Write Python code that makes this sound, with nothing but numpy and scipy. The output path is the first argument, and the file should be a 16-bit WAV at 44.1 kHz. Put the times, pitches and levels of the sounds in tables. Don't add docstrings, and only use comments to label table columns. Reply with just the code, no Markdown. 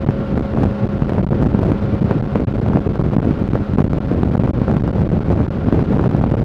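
import sys
import numpy as np
from scipy.fft import rfft, irfft, next_fast_len
from scipy.io import wavfile
from scipy.ndimage import uniform_filter1d, map_coordinates

SR = 44100
rng = np.random.default_rng(int(sys.argv[2]) if len(sys.argv) > 2 else 0)


def output_pcm(signal):
    pcm = np.clip(np.atleast_2d(signal).T, -1, 1) * 32767
    wavfile.write(sys.argv[1], SR, np.round(pcm).astype(np.int16))


N = 284004

# centre t/s, length/s
STALLS = [(0.104, 0.008), (0.35, 0.008), (0.387, 0.004), (0.404, 0.008), (0.418, 0.009), (0.579, 0.004),
          (0.644, 0.006), (0.664, 0.006), (0.716, 0.005), (0.862, 0.006), (0.883, 0.012), (0.986, 0.005),
          (1.0, 0.004), (1.04, 0.008), (1.064, 0.007), (1.075, 0.005), (1.113, 0.005), (1.202, 0.006),
          (1.222, 0.012), (1.256, 0.019), (1.282, 0.012), (1.301, 0.009), (1.339, 0.005), (1.484, 0.005),
          (1.604, 0.006), (1.711, 0.003), (1.732, 0.004), (2.005, 0.007), (2.037, 0.01), (2.219, 0.011),
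          (2.233, 0.005), (2.248, 0.006), (2.269, 0.008), (2.394, 0.004), (2.433, 0.005), (2.457, 0.017),
          (2.533, 0.01), (2.573, 0.01), (2.588, 0.004), (2.607, 0.012), (2.79, 0.004), (2.799, 0.01),
          (2.928, 0.009), (2.984, 0.009), (3.009, 0.004), (3.02, 0.005), (3.032, 0.01), (3.094, 0.004),
          (3.105, 0.009), (3.159, 0.01), (3.175, 0.01), (3.196, 0.007), (3.211, 0.011), (3.483, 0.009),
          (3.497, 0.007), (3.524, 0.006), (3.593, 0.005), (3.693, 0.004), (3.742, 0.006), (3.765, 0.012),
          (3.83, 0.011), (3.849, 0.004), (3.86, 0.006), (3.872, 0.007), (3.888, 0.015), (3.915, 0.006),
          (3.927, 0.009), (3.938, 0.007), (3.995, 0.017), (4.069, 0.007), (4.08, 0.004), (4.207, 0.005),
          (4.226, 0.003), (4.245, 0.005), (4.306, 0.007), (4.364, 0.008), (4.386, 0.014), (4.432, 0.008),
          (4.49, 0.005), (4.517, 0.01), (4.529, 0.01), (4.591, 0.005), (4.722, 0.003), (4.792, 0.008),
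          (4.815, 0.011), (4.832, 0.011), (4.873, 0.004), (4.901, 0.005), (4.919, 0.008), (5.041, 0.006),
          (5.084, 0.012), (5.202, 0.007), (5.239, 0.01), (5.349, 0.006), (5.368, 0.006), (5.444, 0.005),
          (5.471, 0.009), (5.495, 0.018), (5.652, 0.004), (5.72, 0.004), (5.732, 0.004), (5.834, 0.008),
          (5.865, 0.005), (6.087, 0.009), (6.104, 0.005), (6.122, 0.004), (6.22, 0.008), (6.257, 0.009),
          (6.332, 0.004), (6.36, 0.01), (6.405, 0.008)]
# f/Hz, relative level/dB
SPIT_SPECTRUM = [(600, -16), (2000, 11), (4000, -7), (7000, -15.5), (11000, -20.5), (16000, -22.5)]


def amp(db):
    return 10 ** (np.asarray(db) / 20)


def unit(x):
    return x / np.sqrt(np.mean(x ** 2) + 1e-20)


def even(x, span_s=0.01):
    power = uniform_filter1d(x ** 2, max(int(span_s * SR), 2))
    return x / np.sqrt(np.abs(power) + 1e-9)


def clock():
    return np.arange(N) / SR


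def around(s, reach_s):
    return slice(max(int((s - reach_s) * SR), 0), int((s + reach_s) * SR))


def curves(rows):
    times, *columns = np.transpose(rows)
    return [np.interp(clock(), times, column) for column in columns]


def swell(s, length):
    return np.cos(np.pi * np.clip((clock() - s) / length, -.5, .5))


def wobble(rate):
    return map_coordinates(rng.standard_normal(4096), [clock() * rate], mode="wrap")


def scattered(rate_db, draws):
    cumulative = np.cumsum(amp(rate_db))
    return np.interp(draws, cumulative / cumulative[-1], clock())


def filtered(x, response):
    size = next_fast_len(N + 8192)
    return irfft(rfft(x, size) * response(np.fft.rfftfreq(size, 1 / SR)), size)[:N]


def noise(spectrum):
    f, db = np.transpose(spectrum)
    shape = lambda hz: amp(np.interp(np.log(hz + 1), np.log(f), db))
    return unit(filtered(rng.standard_normal(N), shape))


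def wake(level_db=-35.0, surge_db=0.62, froth_db=1):
    # f/Hz, relative level/dB
    water_spectrum = [(60, -24.5), (200, 3), (500, 2), (900, 0), (1400, -3.5), (1900, -10), (3000, -15.5),
                      (4500, -22.5), (6500, -35), (9000, -41.5), (12000, -48.5), (16000, -47)]
    return amp(level_db + surge_db * wobble(3.19) + froth_db * wobble(70)) * noise(water_spectrum)


def engine(shaft_hz=68.35, drift=0.00094, whine_db=1.0, drone_db=-37, flutter_db=-0.3):
    # t/s, exhaust gain/dB, whine gain/dB, drone gain/dB
    gains = [(0, 0, 4, 5), (1.7, 2.5, 2.5, 3.5), (3.0, -2, 1, -1), (6.44, -3, 1, -1)]
    # shaft order, level/dB
    exhaust_orders = [(3, -25.5), (6, -40), (9, -49.5), (10, -53), (11, -48), (13, -52.5)]
    # shaft order, level/dB
    whine_orders = [(12.5, -61.5), (16, -53.5), (17, -65.5), (17.5, -62.5), (18.5, -63), (19.5, -59),
                    (20, -53), (20.5, -53.5), (22, -56)]
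    exhaust_gain, whine_gain, drone_gain = curves(gains)
    turns = np.cumsum(shaft_hz * (1 + drift * wobble(5.02))) / SR

    def tone(order):
        flutter = amp(flutter_db * wobble(23))
        return flutter * np.sqrt(2) * np.sin(2 * np.pi * (order * turns + rng.random()))

    exhaust = amp(exhaust_gain) * sum(amp(db) * tone(order) for order, db in exhaust_orders)
    whine = amp(whine_gain + whine_db) * sum(amp(db) * tone(order) for order, db in whine_orders)
    drone = amp(drone_gain + drone_db) * tone(order=8)
    return exhaust + whine + drone


def airflow(surge_db=2.5):
    # t/s, relative level/dB
    airstream = [(0, -3), (.85, -3), (1.7, 1.5), (2.25, -2), (3.1, 1), (3.65, -1.5), (4.4, 1.03),
                 (5.0, 0.62), (5.55, -1), (6.0, 1), (6.44, 1)]
    # centre t/s, length/s, rumble rise/dB, turbulence rise/dB
    gusts = [(0.078, .12, 8.5, 10), (0.38, .08, 7, 10), (0.6, .2, 12, 9), (1.176, .17, 6, 10),
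             (1.453, .11, 13.5, 7), (1.645, .22, 1.5, 1.5), (2.113, .06, -3, 12.5), (2.364, .1, 4.5, 12),
             (2.733, .16, 5.5, 7.5), (2.889, .1, 6, 4), (3.018, .16, 4.5, 3.5), (3.274, .22, 5, 3),
             (3.427, .08, 6.5, 3), (3.52, .13, 7, 6.5), (3.801, .1, 7.5, 12), (4.253, .07, 7.5, 6),
             (4.36, .15, 5, 5), (4.465, 0.073, 2.5, 5.5), (4.707, .2, 1, 3), (5.103, .16, 4.5, 4),
             (5.313, .08, 10.5, 8), (5.406, .08, 6.5, 7), (5.76, .17, 3, 6), (6.014, .17, 6.5, 7),
             (6.216, .08, 6.5, 5), (6.327, .1, 9, 5)]
    # centre t/s, length/s, strength (0-1)
    surges = [(0.4, 0.12, 0.6), (0.656, .07, 0.99), (1.014, 0.079, 1), (1.249, 0.095, 0.86),
              (2.015, .06, 0.64), (2.239, 0.045, 0.96), (2.582, 0.23, 0.59), (3.016, 0.063, 1),
              (3.183, .08, 0.92), (3.491, 0.06, 0.82), (3.886, .23, 1), (4.386, .15, .6), (4.822, .08, .7),
              (4.906, .06, 0.4), (5.225, 0.083, 0.78), (5.467, 0.085, .9), (5.743, .04, 0.7),
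              (6.223, 0.096, 0.95)]
    steady, = curves(airstream)
    stirred = surge_db * sum(strength * swell(s, length) for s, length, strength in surges)
    gusting = sum(np.outer(rises, swell(s, length)) for s, length, *rises in gusts)
    return steady + stirred + gusting


def wind(rumble_db=-9.0, turbulence_db=-32, spit_db=-70, lumps_db=5.0, flurry_db=1.5, scatter_db=5):
    # f/Hz, relative level/dB
    rumble_spectrum = [(8, -2), (20, 15), (35, 11), (60, 10.5), (120, 3), (200, -4), (320, -9), (600, -22),
                       (1500, -74.5), (5000, -110)]
    turbulence_spectrum = [(60, -44.5), (160, -16), (280, -8), (450, -7.5), (700, -13), (1200, -32),
                           (2500, -35), (6000, -75), (16000, -99)]
    large_gain, small_gain = airflow()
    lumps = lumps_db * np.minimum(wobble(45), 1)
    flicker = np.minimum(wobble(260), 2)
    rumble = unit(amp(lumps) * even(noise(rumble_spectrum), span_s=0.073))
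    flurries = unit(amp(lumps + flurry_db * flicker) * noise(turbulence_spectrum))
    spit = unit(amp(scatter_db * flicker) * noise(SPIT_SPECTRUM))
    return (amp(large_gain + rumble_db) * rumble
            + amp(small_gain + turbulence_db) * flurries
            + amp(small_gain + spit_db) * spit)


def stutters(pressure, count=62, mean_length_s=.0018):
    t = clock()
    when, size = rng.random((count, 2)).T
    swing = np.abs(uniform_filter1d(pressure, size=SR // 200))
    times = scattered(1.5 * airflow()[1], (np.arange(count) + when) / count)
    windows = [around(s, .004) for s in times]
    crests = np.array([t[near][np.argmax(swing[near])] for near in windows])
    centres, lengths = np.transpose(STALLS)
    between_stalls = np.all(np.abs(crests[:, None] - centres) > lengths / 2 + mean_length_s, axis=1)
    return np.column_stack([crests, mean_length_s * (.5 + size)])[between_stalls]


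def overloaded(pressure, limit=0.57, push=1.7, ramp_s=.00326, lead_s=.001147, dull_db=-32, dull_hz=450):
    t, driven = clock(), pressure.copy()
    side, released = 1, -1
    for s, length in sorted(map(tuple, np.vstack([stutters(pressure), STALLS]))):
        near = around(s, .025)
        nearness = np.clip(1 - (np.abs(t[near] - s) - length / 2 + lead_s) / ramp_s, 0, 1)
        grip = np.sin(np.pi / 2 * nearness) ** 2
        slow = uniform_filter1d(driven[near], size=SR // 400)
        gap_s = s - length / 2 - released
        side = -side if .003 < gap_s < .008 else np.sign(np.sum(grip * slow))
        driven[near] += grip * (side * push * limit - slow)
        released = s + length / 2
    dull_copy = amp(dull_db) * filtered(pressure, lambda hz: 1 / (1 + (hz / dull_hz) ** 2))
    return np.clip(driven, -limit, limit) + dull_copy


def small_eddies(thump_db=-15, burst_db=-28, snap_db=-21, scatter_db=8, count=40):
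    when, size, sharpness = rng.random((count, 3)).T
    times = scattered(2 * airflow()[1], (np.arange(count) + when) / count)
    size_db = scatter_db * (size - .5)
    sharpness_db = 2 * scatter_db * (sharpness - .5)
    return np.column_stack([times, thump_db + size_db, burst_db + size_db, snap_db + sharpness_db])


def buffets(pressure, thump_db=-3, burst_db=1, slap_db=10, snap_db=-3, rasp_db=-29):
    # t/s, relative level/dB of thump, of burst and of snap
    impacts = [(.089, 6, -19, -16), (.377, 4, -18.5, -12.5), (.538, -4, -24, -21), (.574, -13, -18, -21.5),
               (.586, 4.5, -26.5, -17), (.634, -1, -19.5, -13), (1.022, 7.5, -21.5, -13),
               (1.095, -14, -20.5, -9), (1.122, 2.5, -21.5, -24.5), (1.183, 1, -17, -24),
               (1.193, -4, -24.5, -25), (1.331, -13, -20.5, -24.5), (1.427, -1, -18.5, -12),
               (1.461, 5, -29.5, -17.5), (1.47, 5, -27.5, -13), (1.548, 9, -20.5, -18),
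               (1.591, 5, -21, -14), (1.618, 1, -28, -15.5), (1.632, -6, -19, -14),
               (1.719, 7.5, -19.5, -8.5), (2.111, 4.5, -13.5, -12), (2.357, -2.5, -13, -14.5),
               (2.663, -3, -20.5, -16), (2.701, 2, -25, -20.5), (2.735, 0, -22, -21), (2.759, 8, -19, -12),
               (2.772, -3.5, -16.5, -13), (2.957, -22, -20.5, -14.5), (2.995, 3, -22.5, -30),
               (3.014, -11, -24, -17.5), (3.064, 3.5, -29, -18.5), (3.135, -8, -21, -13.5),
               (3.166, 5.5, -21, -10.5), (3.185, 5.5, -27, -20), (3.229, -2, -23.5, -19),
               (3.31, 5, -25, -15), (3.534, 2, -22.5, -12.5), (3.555, 4.5, -17.5, -18),
               (3.736, 3.5, -23.5, -13.5), (3.785, 6.5, -18, -5.5), (3.793, -13.5, -15.5, -28),
               (3.805, 11, -26, -9), (3.933, 3.5, -22.5, -10), (4.115, 5.5, -22.5, -13),
               (4.233, 4.5, -15.5, -7.5), (4.353, 4, -18, -26), (4.397, 6.5, -23.5, -20.5),
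               (4.477, -5, -20, -20.5), (4.617, 8, -21, -18), (4.682, 1, -18, -14), (4.699, -8, -20, -27),
               (4.714, -7.5, -21.5, -9.5), (4.768, 3.5, -19.5, -10.5), (4.878, 4.5, -18.5, -11),
               (5.018, 4, -24, -12), (5.319, -6, -23, -12.5), (5.392, -2, -22, -20.5),
               (5.404, 1.5, -20, -23), (5.686, 7, -22, -17), (5.726, 2.5, -19.5, -8.5),
               (5.793, 1.5, -18.5, -13), (5.964, 3, -26.5, -29), (5.995, -1, -13.5, -17.5),
               (6.041, 0, -18, -14.5), (6.059, 2, -21.5, -15.5), (6.113, -3.5, -26, -14),
               (6.149, 7, -22.5, -16), (6.213, 5, -22, -18.5), (6.24, 5.5, -16.5, -13.5),
               (6.32, 3.5, -25.5, -13), (6.341, -4.5, -18.5, -21)]
    # f/Hz, relative level/dB
    burst_spectrum = [(150, -17), (400, 18.5), (700, 7.5), (1100, -10.5), (1700, -12.5), (2500, -36),
                      (6000, -48.5), (16000, -58)]
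    burst_s, thump_s, slap_s, snap_s, tip_s = .0017, .00087, .00024, .00015, .000015
    t, jolts = clock(), np.zeros(N)
    rough, rasp = even(noise(burst_spectrum)), even(noise(SPIT_SPECTRUM))
    for s, thump_level, burst_level, snap_level in np.vstack([impacts, small_eddies()]):
        near = around(s, .03)
        lag = t[near] - s
        breakup = amp(burst_level + burst_db) * rough[near] + amp(snap_level + rasp_db) * rasp[near]
        burst = breakup * np.exp(-.5 * (lag / burst_s) ** 2)
        thump = amp(thump_level + thump_db) * np.exp(-.5 * (lag / thump_s) ** 2)
        slap = amp(burst_level + slap_db) * lag / slap_s * np.exp(-.5 * (lag / slap_s) ** 2)
        snap = amp(snap_level + snap_db) * np.exp(-np.hypot(lag, tip_s) / snap_s)
        side = np.sign(np.interp(s, t[near], pressure[near]))
        jolts[near] += burst - side * (thump + slap + snap)
    return jolts


def scene():
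    pressure = overloaded(wake() + engine() + wind())
    fade = np.clip(np.minimum(clock(), clock()[::-1]) / .012, 0, 1)
    return (fade * (pressure + buffets(pressure)))[None]


def record(dry, cut_hz=120, notch_hz=7680, notch_width_hz=260, hiss_db=-82, ceiling=.71, top_hz=16100):
    wind_filter = lambda hz: hz ** 2 / (hz ** 2 - cut_hz ** 2 - 1j * np.sqrt(2) * cut_hz * hz)
    notch = lambda hz: 1 - .6j * hz * notch_width_hz / (notch_hz**2 - hz**2 + 1j * hz * notch_width_hz)
    x = filtered(dry[0], lambda hz: wind_filter(hz) * notch(hz))
    x = x + amp(hiss_db) * noise([(100, 0), (16000, -30)])
    x = x / (1 + np.abs(x / ceiling) ** 14) ** (1 / 14)
    return filtered(x, lambda hz: hz < top_hz)[None]


dry = scene()
out = record(dry)
output_pcm(out)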